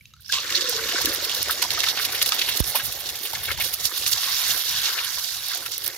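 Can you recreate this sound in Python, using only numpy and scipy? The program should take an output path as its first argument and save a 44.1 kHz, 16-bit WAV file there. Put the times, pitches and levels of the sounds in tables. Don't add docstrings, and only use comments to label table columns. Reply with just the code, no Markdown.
import sys
import numpy as np
from scipy import signal
from scipy.fft import rfft, irfft
from scipy.io import wavfile
from scipy.ndimage import uniform_filter1d

SR = 44100
rng = np.random.default_rng(int(sys.argv[2]) if len(sys.argv) > 2 else 0)


def voltage_ratio(decibels):
    exponent = np.asarray(decibels, float) / 20
    return 10 ** exponent


def dump(signal):
    limited = np.clip(np.atleast_2d(signal).T, -1, 1)
    pcm = np.round(limited * 32767).astype(np.int16)
    wavfile.write(sys.argv[1], SR, pcm)


N = 263277
T = np.arange(N) / SR
HZ = np.fft.rfftfreq(N, 1 / SR) + 1
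SIDES = np.array([[.5], [-.5]])


def on_log(table, hz):
    return np.interp(np.log(hz), np.log(np.array(table)[:, 0]), np.array(table)[:, 1])


def unit(x):
    return x / np.sqrt(np.mean(x ** 2))


def walk(rate):
    hold = int(SR / rate)
    levels = np.repeat(rng.standard_normal(N // hold + 1), hold)
    return unit(uniform_filter1d(uniform_filter1d(levels, hold), hold)[:N])


def add(out, s, x):
    i = int(np.clip(s * SR, 0, N))
    out[..., i:i + x.shape[-1]] += x[..., :N - i]


def ring(hz, length_s, glide):
    u = np.arange(int(3 * length_s * SR) + 2) / SR / (0.39 * length_s)
    phase = 2 * np.pi * np.cumsum(hz * (1 + glide * (u - 1))) / SR
    return u * np.exp(1 - u) * np.sin(phase)


def crackle(rate, spread_db, fade_ms):
    size = voltage_ratio(spread_db * np.clip(rng.standard_normal(N), -2, 2))
    pops = size * (rng.random(N) < rate / SR)
    return unit(signal.lfilter([1], [1, -np.exp(-1000 / (fade_ms * SR))], pops))


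def narrow(table, rate, pan_db, alike):
    s, hz, db = np.transpose(table)
    phase = 2 * np.pi * np.cumsum(np.interp(T, s, hz)) / SR
    both, left, right = (walk(rate) * np.sin(phase) + walk(rate) * np.cos(phase) for _ in range(3))
    level = voltage_ratio(np.interp(T, s, db, -120, -120) + SIDES * pan_db)
    return level * (alike * both + (1 - alike) * np.array([left, right]))


# centre in seconds, level in dB before the common 5 dB lift,
# half-width in seconds (to 1/e of the power), left minus right in dB.
AIR_PUFFS = [(.25, -58, .05, -8), (0.5, -54, 0.12, -4), (0.807, -48, 0.059, -1), (1.063, -43.5, 0.05, 5),
             (1.205, -48, 0.033, -1), (1.436, -50.5, 0.083, 4), (1.75, -54, 0.048, 14),
             (2.05, -53, 0.27, -2), (2.5, -48, 0.035, -4), (2.685, -46, .018, 10), (2.845, -46, 0.017, 16),
             (2.884, -46, 0.018, 20), (2.963, -52, 0.014, 13), (3.05, -56.5, .1, 17),
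             (3.384, -44, 0.031, 8), (3.546, -49.5, 0.087, 21.5), (3.836, -54, 0.019, 24),
             (4.032, -50.5, 0.06, 4), (4.14, -50, 0.024, -12), (4.322, -52, 0.046, 2),
             (4.503, -49.5, 0.052, 6), (4.77, -53, 0.065, 21), (5.876, -51, 0.029, -3)]
# time in seconds, push in dB, delay of the spreading in ms,
# spreading in dB relative to the push.
DROPLET_PUSH = [(2.6040, 1.5, 7.8, -11)]
BREEZE_DB, BREEZE_FADE_DB_S, BREEZE_PAN_DB, BREEZE_WALK_DB = -56.5, -0.57, -2.5, 3


def port_air():
    breeze_db = BREEZE_DB + BREEZE_FADE_DB_S * T + SIDES * BREEZE_PAN_DB + BREEZE_WALK_DB * walk(13)
    power = voltage_ratio(2 * breeze_db)
    for s, db, length, pan in AIR_PUFFS:
        power = power + voltage_ratio(2 * (db + SIDES * pan)) * np.exp(-((T - s) / length) ** 2)
    eddies = rng.standard_normal((2, N)) + 1.4 * rng.standard_normal(N)
    rumble = signal.sosfilt(signal.butter(4, 135, fs=SR, output="sos"), eddies)
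    gusts = np.sqrt(power) * voltage_ratio(0.86 * np.array([walk(12), walk(26)]))

    s, db, spread_ms, spread_db = DROPLET_PUSH[0]
    landing = np.clip((T - s) / 0.0003, 0, 1)
    spread = np.sin(np.pi / 2 * np.clip((T - s - spread_ms / 1000) / 0.0087, 0, 1)) ** 2
    push = voltage_ratio(db) * (landing + voltage_ratio(spread_db) * spread)
    return voltage_ratio(5.0) * unit(rumble) * gusts - push * np.array([[.03], [1]])


# time in seconds, fizz in dB, gurgle in dB, bubbling in dB, steam hiss in dB.
FRY_LEVELS = [(0, -66, -78, -80, -63), (.19, -63.5, -82, -72, -71.5), (.28, -50, -84, -76, -57),
              (.315, -35.5, -75, -62, -44), (.335, -31, -57, -46, -40), (.46, -32.5, -49.5, -35.5, -42),
              (.58, -28, -42.5, -34, -38), (.72, -27.5, -43.5, -37, -37.5), (.86, -29, -42.5, -34.5, -39.5),
              (1.08, -30, -38.5, -33.5, -37.5), (1.45, -30, -41.5, -37.5, -37),
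              (2.06, -32.5, -45, -37, -40), (2.43, -31.5, -44.5, -37, -35.5), (2.62, -31.5, -45, -39, -42),
              (3.01, -36.5, -48.5, -43.5, -38), (3.4, -36, -49.5, -43, -39), (3.56, -34, -48, -43, -43),
              (3.77, -36.5, -53.5, -40.5, -37.5), (4.04, -30.5, -52, -42, -34.5),
              (4.2, -29.5, -50.5, -36.5, -31.5), (4.33, -24.5, -53.5, -37, -28.5),
              (4.41, -24.5, -51, -35, -28), (4.52, -23.5, -49.5, -34.5, -29.5),
              (4.63, -29, -52.5, -40.5, -32.5), (4.72, -26, -56, -37.5, -28.5),
              (4.89, -22.5, -47.5, -32.5, -32.5), (4.93, -30, -53.5, -34.5, -34),
              (5.4, -34.5, -57.5, -43, -36), (5.52, -34.5, -54.5, -41, -39), (5.61, -36, -47, -43.5, -40),
              (5.8, -40, -59.5, -47.5, -40.5), (5.88, -35.5, -47.5, -43, -38),
              (5.97, -40.5, -53, -47.5, -43)]
BURBLE_SHARE, BURBLE_DB, RAW_DB, SETTING_S = 0.21, -2, -33, 0.96
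FIZZ = 3


def boil():
    s, *cols = np.transpose(FRY_LEVELS)
    fizz, gurgle, bubbling, hiss = (np.interp(T, s, c) for c in cols)
    raw_db = RAW_DB * np.exp(-(T / SETTING_S) ** 2)
    burble = gurgle + BURBLE_SHARE * (bubbling - gurgle) + BURBLE_DB + raw_db
    return [gurgle, burble, bubbling, fizz, hiss]


DENSE_DB, BLUR = -30.5, 0.54


def blur(fizz_db):
    return -BLUR * np.clip(fizz_db - DENSE_DB, 0, None)


# frequency in Hz, relative density in dB per Hz.
FRY_SPECTRUM = [(120, -41), (200, -19), (283, -22), (316, -20.5), (360, -13.5), (394, -18.5), (821, -7),
                (1180, -5), (1340, -4), (1600, -1.5), (1960, 0), (2470, 2.5), (3830, 9.5), (5520, 8),
                (7500, 2.5), (8200, -2), (9300, 0.5), (10500, -2.5), (12400, 2), (15100, -6), (16000, -4)]
# frequency in Hz, left minus right in dB.
PORT_DIFFERENCE = [(250, 2.5), (700, 3), (1100, 4.5), (1500, 6.5), (2000, 4), (2700, 3), (3500, -4.5),
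                   (4500, -2), (6000, -6), (7500, 4.5), (8400, -17), (9100, -27.5), (10000, -1.5),
                   (12000, -12.5), (15500, -1.5)]
# frequency in Hz, share of power common to both.
COMMON_SHARE = [(250, 0.92), (700, 0.96), (1500, 0.62), (3000, 0.89), (6000, 0.0095), (12000, 0.19)]


def froth(gate):
    both, left, right = rfft(rng.standard_normal((3, N)) * unit(gate))
    alike = np.clip(on_log(COMMON_SHARE, HZ), 0, 1)
    late = np.exp(-2j * np.pi * HZ * 3.06 / SR)
    common = np.sqrt(alike) * both * np.array([1 + 0 * late, late])
    pair = common + np.sqrt(1 - alike) * np.array([left, right])
    ports = voltage_ratio(SIDES * on_log(PORT_DIFFERENCE, HZ))
    return pair * voltage_ratio(on_log(FRY_SPECTRUM, HZ)) * ports / np.sqrt(np.mean(ports ** 2, axis=0))


SPIT_BODY_DB, SPIT_BODY_OCTAVES = -16, 1.35
STEAM_LAG = 0.15
SPLASH_DB, SPLASH_OCTAVES, SPLASH_RISE_MS, SPLASH_FALL_MS = -4, 0.41, 2.4, 6.6


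def vents(centres, rows):
    power = np.zeros((len(centres), N))

    def hump(hz, octaves):
        h = np.exp(-(np.log2(centres / hz) / octaves) ** 2)
        return h / h.sum()

    def puff(s, gain, rise, fall):
        ms = np.arange(-int(3 * rise * SR / 1000), int(6 * fall * SR / 1000)) / SR * 1000
        envelope = np.exp(-1.3 * np.where(ms < 0, -ms / rise, ms / fall))
        add(power, s + ms[0] / 1000, gain[:, None] * envelope)

    for s, fizz_db, hiss_db, hz, rise, fall in rows:
        octaves = 0.35 + 0.42 / (1 + rise / 6.5)
        fizz = hump(hz, octaves) + voltage_ratio(2 * SPIT_BODY_DB) * hump(hz / 2, SPIT_BODY_OCTAVES)
        puff(s, voltage_ratio(2 * fizz_db) * fizz, rise, fall)
        steam = voltage_ratio(2 * hiss_db) * (centres > 8500) / 3
        puff(s + STEAM_LAG * fall / 1000, steam, rise + STEAM_LAG * fall, fall)
    for s, db, hz in LARGE_BUBBLES[1:]:
        splash_db = db + SPLASH_DB + 0.56 * np.log2(hz / 1000)
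        puff(s, voltage_ratio(2 * splash_db) * hump(hz, SPLASH_OCTAVES), SPLASH_RISE_MS, SPLASH_FALL_MS)
    return power


# centre in seconds, level change in dB, half-width in ms (to 1/e of the dB).
FROTH_LULLS = [(1.44, -10, 11), (1.665, -4, 9.2), (1.955, -2, 14), (2.245, -4, 9), (2.308, -6, 11),
               (2.445, -3, 13), (2.625, -15, 12), (3.565, -12, 9.5), (3.765, -10, 17), (5.645, -6, 10),
               (5.7, -6, 13), (5.755, -3, 8.3)]
# time in seconds, tilt in dB per octave round 4.5 kHz.
TREBLE_TILT = [(0, 2), (1, -.5), (2, 0), (3, 3), (4, 2), (4.6, -3), (5.1, 1), (5.97, 6)]
LAYER_EDGES_HZ = (560, 900, 2500, 8000)
SPIT_PATCHY = 0.16


def sizzle(rows):
    layer_db = boil()
    pops = crackle(rate=540, spread_db=3.5, fade_ms=1.0) + 0.42 * crackle(rate=49, spread_db=10.0, fade_ms=0.37)
    own_pops = ((60.0, 1.1), (101.6, 0.8), (900, 2.9), (450, 5.8), (1500, 0.55))  # (per second, fade ms)
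    sizes = [froth(0.54 + 0.21 * pops + .5 * crackle(rate=rate, spread_db=5.0, fade_ms=ms))
             for rate, ms in own_pops]
    centres = 250 * 2 ** (np.arange(19) / 3)
    layer = np.searchsorted(LAYER_EDGES_HZ, centres)
    share = voltage_ratio(2 * on_log(FRY_SPECTRUM, centres)) * centres
    patches = [walk(35) for _ in range(len(centres) + 1)]
    flicker_db = 1.6 * voltage_ratio(0.44 * blur(layer_db[FIZZ]))
    lull = sum(db * np.exp(-((T - s) * 1000 / ms) ** 2) for s, db, ms in FROTH_LULLS)
    tilt = np.interp(T, *np.transpose(TREBLE_TILT))
    flare, spit, out = walk(14), vents(centres, rows), 0
    for k, hz in enumerate(centres):
        window = np.cos(np.pi / 2 * np.clip(3 * np.log2(HZ / hz), -1, 1))
        band = unit(irfft(sizes[layer[k]] * window, N))
        patch = voltage_ratio(flicker_db * (patches[k] + patches[k + 1]))
        band_db = layer_db[layer[k]] + 0.5 * flare + lull
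        band_db = band_db + (layer[k] == FIZZ) * tilt * np.log2(max(hz, 3400) / 4500)
        steady = voltage_ratio(2 * band_db) * share[k] / share[layer == layer[k]].sum()
        out = out + band * np.sqrt(steady * patch ** 2 + spit[k] * patch ** (2 * SPIT_PATCHY))
    return out * voltage_ratio(SIDES * (-2.2 + 1.4 * walk(19)))


# delay on the left in ms, level in dB relative to the direct sound.
PAN_ECHOES = [(1.4, -17.5), (2.9, -33), (5.3, -19.5)]


def bowl(x):
    out = x.copy()
    for ms, db in PAN_ECHOES:
        add(out[0], ms / 1000, voltage_ratio(db) * x[0])
        add(out[1], 1.3 * ms / 1000, voltage_ratio(db) * x[1])
    return out


# time in seconds, centre in Hz, level in dB.
SIMMER_BAND = [(0, 2590, -59), (.13, 2900, -61), (.2, 3200, -74), (.3, 3170, -68)]


def simmer():
    return narrow(SIMMER_BAND, 2500, -1, 0.26)


# start in seconds, level of the note in dB, pitch in Hz,
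# treble in dB relative to the note, its T60 in seconds.
SHELL_CRACKS = [(.0094, -35, 2280, -16, 0.026), (0.055, -31.5, 2650, -7, 0.016),
                (.105, -58, 1250, 0.5, .02), (.112, -52, 2750, -20, .04), (0.137, -40.5, 1300, 2, 0.044),
                (0.1652, -45, 1420, -5, 0.035), (.178, -52, 1350, -10, .015), (.187, -54, 1400, -14, .015),
                (.196, -45, 1500, -14, 0.024), (.203, -48, 1500, -15, .015), (.229, -61, 1550, -20, 0.017),
                (.246, -46, 1500, -20, 0.019), (.262, -50, 1600, -20, .03), (0.291, -27, 1600, -14, .012)]
# frequency in Hz, level in dB, T60 in seconds; pitch and level scatter from crack to crack.
SHELL_MODES = [(2900, 2, 0.013), (3900, -0.5, 0.023), (4800, -5, 0.017), (6170, -1, 0.018),
               (6800, -4, 0.016)]


def shell():
    out, t = np.zeros(N), T[:SR // 20]
    onset = 1 - np.exp(-t / 0.00052)
    for s, db, hz, tick_db, t60 in SHELL_CRACKS:
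        chance = rng.standard_normal((len(SHELL_MODES), 2))
        tick = sum(voltage_ratio(g + 2 * a) * np.sin(2 * np.pi * f * (1 + .02 * b) * t) * 1000. ** (-t / d)
                   for (f, g, d), (a, b) in zip(SHELL_MODES, chance))
        split = np.diff(rng.standard_normal(len(t) + 1)) * np.exp(-t / 0.0011)
        tick = tick + 0.68 * split
        note = np.sin(2 * np.pi * hz * t) * 1000. ** (-t / t60)
        add(out, s, voltage_ratio(db) * onset * (note + voltage_ratio(tick_db) * tick))
    return out


# time in seconds, centre in Hz, level in dB.
THREAD_BAND = [(.2, 3900, -70), (.21, 4000, -45), (.225, 4500, -38), (.24, 4600, -59), (.255, 5210, -41),
               (.275, 5300, -45), (0.282, 5700, -39), (.3, 4980, -32), (.318, 4630, -46), (.33, 4600, -60)]


def thread():
    return narrow(THREAD_BAND, 1500, -10.0, .2) * crackle(rate=300, spread_db=2.0, fade_ms=1.7)


# peak in seconds, fizz in dB, steam hiss in dB, rise in ms, fall in ms
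# (times for 5.6 dB; the steam rises a little slower).
LOUD_SPITS = [(.207, -54, -44, .4, 3), (.222, -52, -48, 5, 6.5), (.262, -47, -50, 5.5, 10),
              (.281, -57, -44, 1, 5), (0.293, -35, -40, 0.53, 15), (0.3229, -15.5, -29, .2, 1.5),
              (0.3253, -14, -34, 0.6, 1.8), (0.331, -20, -39, 3.4, 23), (.338, -20, -37, .5, 2.2),
              (.343, -17, -36, .4, 1.5), (.386, -22.5, -48, 11, 12), (.431, -30, -45, .8, 2.7),
              (0.503, -21.5, -33, .6, 6), (0.524, -18, -37, .8, 2.5), (0.553, -22, -27, .4, 6.3),
              (.575, -21, -46, 9.1, 4.8), (0.611, -20, -32, .8, 1.8), (.6205, -21, -38, .5, 1.5),
              (.696, -24, -17.5, 1.8, 2.6), (0.713, -22, -32, 0.67, 3), (0.765, -21, -37, .8, 2.1),
              (0.89, -21, -27.5, 2, 3.5), (0.922, -25, -77, 10, 4.3), (1.002, -26, -41, .8, 3.7),
              (1.019, -22, -23.5, 5.5, 4), (1.058, -19, -13.5, 2.7, 1.2), (1.09, -30, -30, 5, 5),
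              (1.137, -27, -23, 5, 4), (1.149, -30, -18, 3, 1.5), (1.16, -27, -27, 2, 3),
              (1.249, -21, -24.5, 7.7, 5.3), (1.296, -19, -33, 1.2, 4.4), (1.316, -25, -28, 2, 2),
              (1.349, -19, -20, 2, 2.7), (1.381, -25, -27, 22, 4), (1.419, -22, -25, .6, 3),
              (1.43, -22, -20, 2.5, 1), (1.484, -24, -26, 0.84, 2.5), (1.509, -24.5, -18, 2.1, 7.2),
              (1.526, -29, -27, 8, 8), (1.622, -21, -27, 2, 4.4), (1.625, -11, -19, 0.46, 3.2),
              (1.644, -21.5, -34, 4.7, 7.3), (1.706, -18, -21, 0.59, 2), (1.718, -23, -27, 6, 2.7),
              (1.736, -35, -22, .8, 2.4), (1.794, -20.5, -28, 5.9, 4.2), (1.805, -12, -26, 1.2, 1.5),
              (1.82, -24, -44, 2.4, 6.6), (1.8345, -16, -22, .3, .8), (1.84, -14.5, -22, 1.7, 4),
              (1.868, -21, -53, 6.8, 5), (1.887, -16, -29, .4, 2.4), (1.898, -18, -26, 17, 7),
              (1.974, -18.5, -46, 0.25, 10), (2.02, -26, -27, 11, 15), (2.051, -16.5, -17, 2.8, 4.1),
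              (2.087, -27, -38, 1.5, 2.5), (2.124, -23.5, -23.5, 3.9, 8.2), (2.148, -23, -27, 2.7, 19),
              (2.18, -24, -40, .8, 4), (2.216, -12.5, -37, 0.44, 3.4), (2.228, -12, -11.5, 3.5, 2.1),
              (2.261, -14, -16.5, 0.78, 4.1), (2.277, -26, -22, 2.1, 3.6), (2.292, -18, -20, 1.8, 2.7),
              (2.321, -12, -45, 0.21, 4.4), (2.347, -36, -18, .8, 2.4), (2.396, -16, -21.5, 4.4, 2.5),
              (2.418, -15.5, -43, 2.8, 7), (2.491, -18.5, -23.5, 5.5, 7.4), (2.539, -25.5, -33, 0.78, 5.3),
              (2.573, -20.5, -18.5, 3.8, 2.4), (2.604, -27, -21.5, 9.2, 2.2), (2.642, -25, -34, .4, 4),
              (2.685, -36, -23.5, 18, 25), (2.754, -19.5, -17, 1.7, 14.7), (2.798, -23, -37, 2.9, 9.4),
              (2.855, -32, -21, 11, 13), (2.924, -25.5, -24, 2, 4.9), (3.005, -48, -26.5, 4.3, 3.7),
              (3.065, -27.5, -35, 11, 13), (3.091, -20, -31, .8, 1.8), (3.097, -28, -30, .5, 1.5),
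              (3.103, -26, -27, 1.5, 2.2), (3.155, -28, -28, .5, 9.2), (3.19, -34, -25, .3, 1.2),
              (3.233, -34, -28, 2, 15), (3.258, -25, -27, 9, 9), (3.273, -32, -31, 1, 2),
              (3.302, -36, -35, .4, 1.3), (3.333, -28, -27, .5, 2.3), (3.351, -24, -41, 0.87, 4.4),
              (3.434, -27, -22, .8, 6), (3.459, -26.5, -27, 7.3, 7.1), (3.515, -19.5, -25.5, 0.36, 8.3),
              (3.576, -28, -29, .3, 4), (3.602, -25, -23, 1.5, 8), (3.613, -20, -26, 5, 4),
              (3.623, -24, -24, 4, 2.5), (3.642, -24.5, -24, 10, 26), (3.74, -23, -17.5, 4.2, 4.3),
              (3.8, -31, -32, .8, 11), (3.855, -18, -19.5, 7.7, 9.1), (3.977, -24.5, -24, 11, 7.1),
              (4.035, -24, -32, 6.6, 8.2), (4.064, -13.5, -22, 0.3, 3.2), (4.077, -19.5, -17.5, 4.5, 5.7),
              (4.116, -32, -22, 7.3, 6), (4.135, -14.5, -17.5, 7, 1.8), (4.236, -21.5, -59, 4.6, 28),
              (4.495, -26, -22, 8, 4), (4.509, -22, -15, .6, 1.5), (4.516, -25, -24, 2, 4),
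              (4.696, -26, -32, 22, 6), (4.72, -30, -22, 1, 2), (4.818, -30, -24, 2, 2),
              (4.989, -20, -59, 4.5, 3.6), (5.048, -29, -25.5, 3.5, 5), (5.185, -33, -27, .9, 14),
              (5.246, -25, -31, 20, 3.9), (5.342, -25, -28, 0.91, 5.7), (5.4845, -30, -20, .3, .8),
              (5.512, -27.5, -34, 19, 14), (5.548, -25, -18.5, 0.3, 2.2), (5.557, -30, -28, 1.5, 2.5),
              (5.575, -29, -23, 0.62, 2.7), (5.607, -30, -35, 2.5, 2.5), (5.661, -23.5, -24.5, 0.66, 4.3),
              (5.681, -30, -36, .4, 1.5), (5.719, -32, -22, .3, 1.5), (5.733, -26, -37, 7.4, 14),
              (5.78, -25, -16.5, 0.71, 1.7), (5.801, -35, -26, .3, .8), (5.822, -29, -34, .8, 2.5),
              (5.845, -30, -23, 3.6, 4), (5.853, -28, -29, 1.5, 3), (5.863, -19, -17.5, 0.82, 1.8),
              (5.869, -24, -32, 1, 2), (5.878, -23, -15, 0.7, 1.5)]
# time in seconds, pitch in Hz before scatter.
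SPIT_CENTRES = [(0.33, 4400), (.55, 4230), (0.81, 5140), (0.86, 3860), (0.95, 3700), (1.03, 5100),
                (1.16, 3900), (1.57, 4560), (1.6, 5150), (1.97, 3540), (2.29, 4600), (2.38, 3470),
                (2.52, 4000), (2.54, 4600), (2.79, 3500), (2.83, 4350), (3.06, 3600), (3.088, 5370),
                (3.11, 5350), (3.2, 3900), (3.43, 3820), (3.49, 3070), (3.55, 3830), (3.6, 2800),
                (3.7, 5160), (3.76, 3850), (3.85, 5600), (3.96, 4100), (4.07, 5200), (4.13, 4800),
                (4.25, 4270), (4.5, 5500), (4.7, 5000), (4.88, 4320), (5.01, 3220), (5.04, 4300),
                (5.48, 5060), (5.53, 4270), (5.6, 4900), (5.67, 3670), (5.71, 5300), (5.84, 4730),
                (5.89, 5440), (5.95, 4360)]
SPIT_OCTAVES_PER_DB, SPIT_SCATTER_OCTAVES = .004, 0.13
LESSER_SPIT_DB, LESSER_SPREAD_DB, LESSER_RISE_MS, LESSER_FALL_MS = -2, 3, 72, 23


def spits():
    place, size, steam, rise, fall = rng.random((70, 5)).T
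    froth_db = np.array(boil())[FIZZ:, (place * N).astype(int)]
    froth_db = froth_db + LESSER_SPIT_DB + 1.7 * blur(froth_db[0])
    lesser = [place * N / SR, *(froth_db + LESSER_SPREAD_DB * np.array([size, steam])),
              4.5 + LESSER_RISE_MS * rise ** 3, 10.4 + LESSER_FALL_MS * fall ** 2]
    s, fizz_db, hiss_db, rise, fall = np.hstack([np.transpose(LOUD_SPITS), lesser])
    octaves = SPIT_OCTAVES_PER_DB * (hiss_db - fizz_db) + SPIT_SCATTER_OCTAVES * rng.standard_normal(len(s))
    hz = np.interp(s, *np.transpose(SPIT_CENTRES)) * 2 ** octaves
    return np.transpose([s, fizz_db, hiss_db, hz, rise, fall])


def snaps(rows):
    out = np.zeros((2, N))
    for (s, fizz_db, hiss_db, hz, rise, fall), pan in zip(rows, 4 * rng.standard_normal(len(rows))):
        db = fizz_db + 0.47 - 0.98 * np.log2(1 + rise)
        sides = SIDES * (pan + on_log(PORT_DIFFERENCE, hz))
        add(out, s - .0004, voltage_ratio(db + sides) * ring(hz, 6.6 / hz, -0.034))
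    return out


# time in seconds (just after the peak), peak in dB, pitch at the peak in Hz.
LARGE_BUBBLES = [(.3005, -21.5, 1600), (.335, -29, 1580), (0.341, -34, 1070), (.381, -31, 1120),
                 (.386, -30, 2800), (.553, -12.5, 4200), (.558, -20, 4250), (.564, -19, 4180),
                 (.611, -17.5, 4700), (.729, -34.5, 790), (0.786, -35, 1030), (.794, -25.5, 1490),
                 (.935, -28.5, 696), (.948, -26, 481), (.961, -21.5, 1470), (0.986, -24.5, 1540),
                 (1.01, -29, 900), (1.05, -26, 320), (1.05, -34, 450), (1.072, -22.5, 1690),
                 (1.077, -23, 310), (1.1, -30, 542), (1.316, -24, 3000), (1.498, -21, 1310),
                 (1.5, -21, 1580), (1.621, -24, 2120), (1.627, -24.5, 986), (1.648, -24.5, 974),
                 (1.779, -24, 1240), (1.839, -17.5, 2130), (1.84, -30, 1740), (1.872, -23, 1326),
                 (1.888, -19, 3520), (2.0, -24.5, 1540), (2.323, -19, 1237), (2.331, -31, 1200),
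                 (2.486, -33, 950), (2.75, -22.5, 885), (2.755, -27, 577), (2.758, -20, 1040),
                 (2.759, -25.5, 2410), (2.801, -23.5, 1610), (3.336, -29.5, 863), (3.355, -29.5, 2140),
                 (3.357, -26.5, 1730), (3.484, -23, 2190), (3.491, -24.5, 1540), (3.506, -20, 2100),
                 (3.507, -27, 1320), (3.59, -33.5, 900), (3.607, -21, 2200), (3.614, -21, 2480),
                 (3.62, -25, 2280), (3.66, -32.5, 522), (3.896, -43, 1210), (3.916, -34, 1200),
                 (4.279, -32, 1100), (4.293, -38, 1120), (4.307, -35, 1100), (4.885, -27, 1160),
                 (4.993, -24, 2620), (5.179, -34, 985), (5.515, -28, 1596), (5.527, -33, 1620),
                 (5.538, -32, 1500), (5.627, -32, 1500), (5.663, -31, 1360), (5.869, -34, 2200)]
# lowest pitch in Hz, highest pitch in Hz,
# peak over the froth in dB before colour and chance.
BUBBLE_CROWD = [(293, 633, -6), (526, 940, -3), (910, 2400, -4), (2423, 7500, -1), (9080, 15000, -4)]
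BUBBLE_MS, BUBBLE_SLOPE = 8.3, -0.269


def bubbles():
    out = np.zeros((2, N))
    rows = [(s, db, hz, BUBBLE_MS * (hz / 1000) ** BUBBLE_SLOPE, 0) for s, db, hz in LARGE_BUBBLES]
    levels = np.array(boil())
    levels = levels + blur(levels[FIZZ])
    counts = (200, 300, 1200, 2500, 2500)
    for layer_db, (low_hz, high_hz, over_db), count in zip(levels, BUBBLE_CROWD, counts):
        place, pitch, size, cycles, side = rng.random((count, 5)).T
        hz = low_hz * (high_hz / low_hz) ** pitch
        tint = on_log(FRY_SPECTRUM, hz) + 10 * np.log10(hz)
        db = layer_db[(place * N).astype(int)] + tint - tint.mean() + over_db + 8 * size ** 2
        rows += zip(place * N / SR, db, hz, 1000 * (3.5 + 7 * cycles) / hz, 14 * (side - .5))
    for s, db, hz, ms, pan in rows:
        sides = SIDES * (pan + on_log(PORT_DIFFERENCE, hz))
        add(out, s - 0.0004804 * ms, voltage_ratio(db + sides) * ring(hz, ms / 1000, 0.011))
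    return out


# time in seconds,
# impulse in dB before the spectral colour.
LOUD_CLICKS = [(0.3216, -8), (0.3374, -12), (0.343, -14), (0.6199, -12), (1.0025, -12), (1.0894, -16),
               (1.2196, -14), (1.2935, -13), (1.3478, -13), (1.4292, -10), (1.4914, -8), (1.6237, -7),
               (1.8048, -6), (1.8334, -7), (1.9729, -11), (2.2154, -9), (2.2608, -9), (2.3201, -9),
               (2.5395, -15), (3.0474, -19), (3.0894, -14), (3.1894, -17), (3.3014, -19), (3.4884, -16),
               (3.5154, -13), (3.7374, -13), (3.854, -9), (4.0622, -8), (4.4404, -13), (4.4814, -11),
               (4.5072, -7), (4.5374, -12), (4.5774, -10), (4.6794, -13), (5.0454, -12), (5.4834, -15),
               (5.5468, -14), (5.5745, -14), (5.7164, -14), (5.8004, -20), (5.8774, -11)]
CLICK_COLOUR_SHARE = 0.68
LESSER_CLICK_DB, LESSER_CLICK_SPREAD_DB = 8, 2.5


def clicks():
    place, size = rng.random((250, 2)).T
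    fizz_db = boil()[FIZZ][(place * N).astype(int)]
    lesser_db = fizz_db + blur(fizz_db) + LESSER_CLICK_DB - LESSER_CLICK_SPREAD_DB * np.log(size + .01)
    s, db = np.hstack([np.transpose(LOUD_CLICKS), [place * N / SR, lesser_db]])
    sign, pan = rng.standard_normal((len(s), 2)).T
    train = np.zeros((2, N))
    train[:, (s * SR).astype(int)] = np.sign(sign) * voltage_ratio(db + SIDES * 4 * pan)
    ports = voltage_ratio(SIDES * np.clip(on_log(PORT_DIFFERENCE, HZ), -12, 12))
    colour = voltage_ratio(CLICK_COLOUR_SHARE * on_log(FRY_SPECTRUM, HZ)) * ports * (HZ < 16000)
    return irfft(rfft(train) * colour / colour.mean(), N)


# time in seconds, centre in Hz, level in dB.
PLUNGE_BAND = [(.322, 1160, -60), (.335, 1052, -38), (.35, 1065, -29), (.365, 1090, -36), (.382, 1085, -33),
               (.41, 1100, -45), (.45, 1100, -58)]


def plunge():
    return narrow(PLUNGE_BAND, 250, 3.3, 0.75)


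# time in seconds, pitch in Hz, level in dB before flutter.
LOW_POCKET = [(.48, 350, -55), (.53, 354, -43), (.555, 350, -50), (.585, 353, -37), (.62, 352, -41),
              (.65, 352, -55)]
# time in seconds, pitch in Hz, level in dB before flutter.
EGG_POCKET = [(.5, 562, -53), (.57, 561, -41.5), (0.626, 531, -56), (.65, 517, -25), (.672, 503, -45),
              (.7, 480, -24.5), (.73, 458, -50), (.757, 438, -23), (.775, 450, -44), (.79, 450, -27),
              (.81, 462, -36), (.835, 460, -31.5), (.87, 480, -45), (.92, 525, -43)]


def pocket(table):
    s, hz, db = np.transpose(table)
    phase = 2 * np.pi * np.cumsum(np.interp(T, s, hz) * (1 + 0.0091 * walk(61.4))) / SR
    return voltage_ratio(np.interp(T, s, db, -120, -120) + 1.1 * walk(43.0)) * np.sin(phase)


# time in seconds, centre in Hz, level in dB.
WET_BAND = [(4.2, 1545, -53), (4.3, 1538, -47), (4.55, 1550, -39), (4.65, 1596, -50), (4.75, 1662, -33),
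            (4.9, 1537, -37), (4.94, 1555, -46), (5.05, 1590, -46), (5.2, 1585, -48), (5.35, 1600, -58)]


def wet_boil():
    return narrow(WET_BAND, 450, 4, 0.67)


def scene():
    rows = spits()
    pan = bowl(sizzle(rows) + snaps(rows) + clicks()) + bubbles()
    pan = pan + pocket(EGG_POCKET) + pocket(LOW_POCKET)
    pan = pan + simmer() + thread() + plunge() + wet_boil()
    floor = voltage_ratio(-91) * rng.standard_normal((2, N))
    return pan + shell() + port_air() + floor


def roll_off(x):
    return signal.sosfilt(signal.butter(12, 16810, fs=SR, output="sos"), x)


def record(dry):
    low_cut = signal.butter(6, 47.7, "high", fs=SR, output="sos")
    top_cut = signal.ellip(8, .2, 70, 15600, fs=SR, output="sos")
    rounded = 0.9 * np.tanh(signal.sosfilt(low_cut, dry) / 1.318)
    mix = signal.sosfilt(top_cut, rounded)
    return roll_off(mix)


dry = scene()
out = record(dry)
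dump(out)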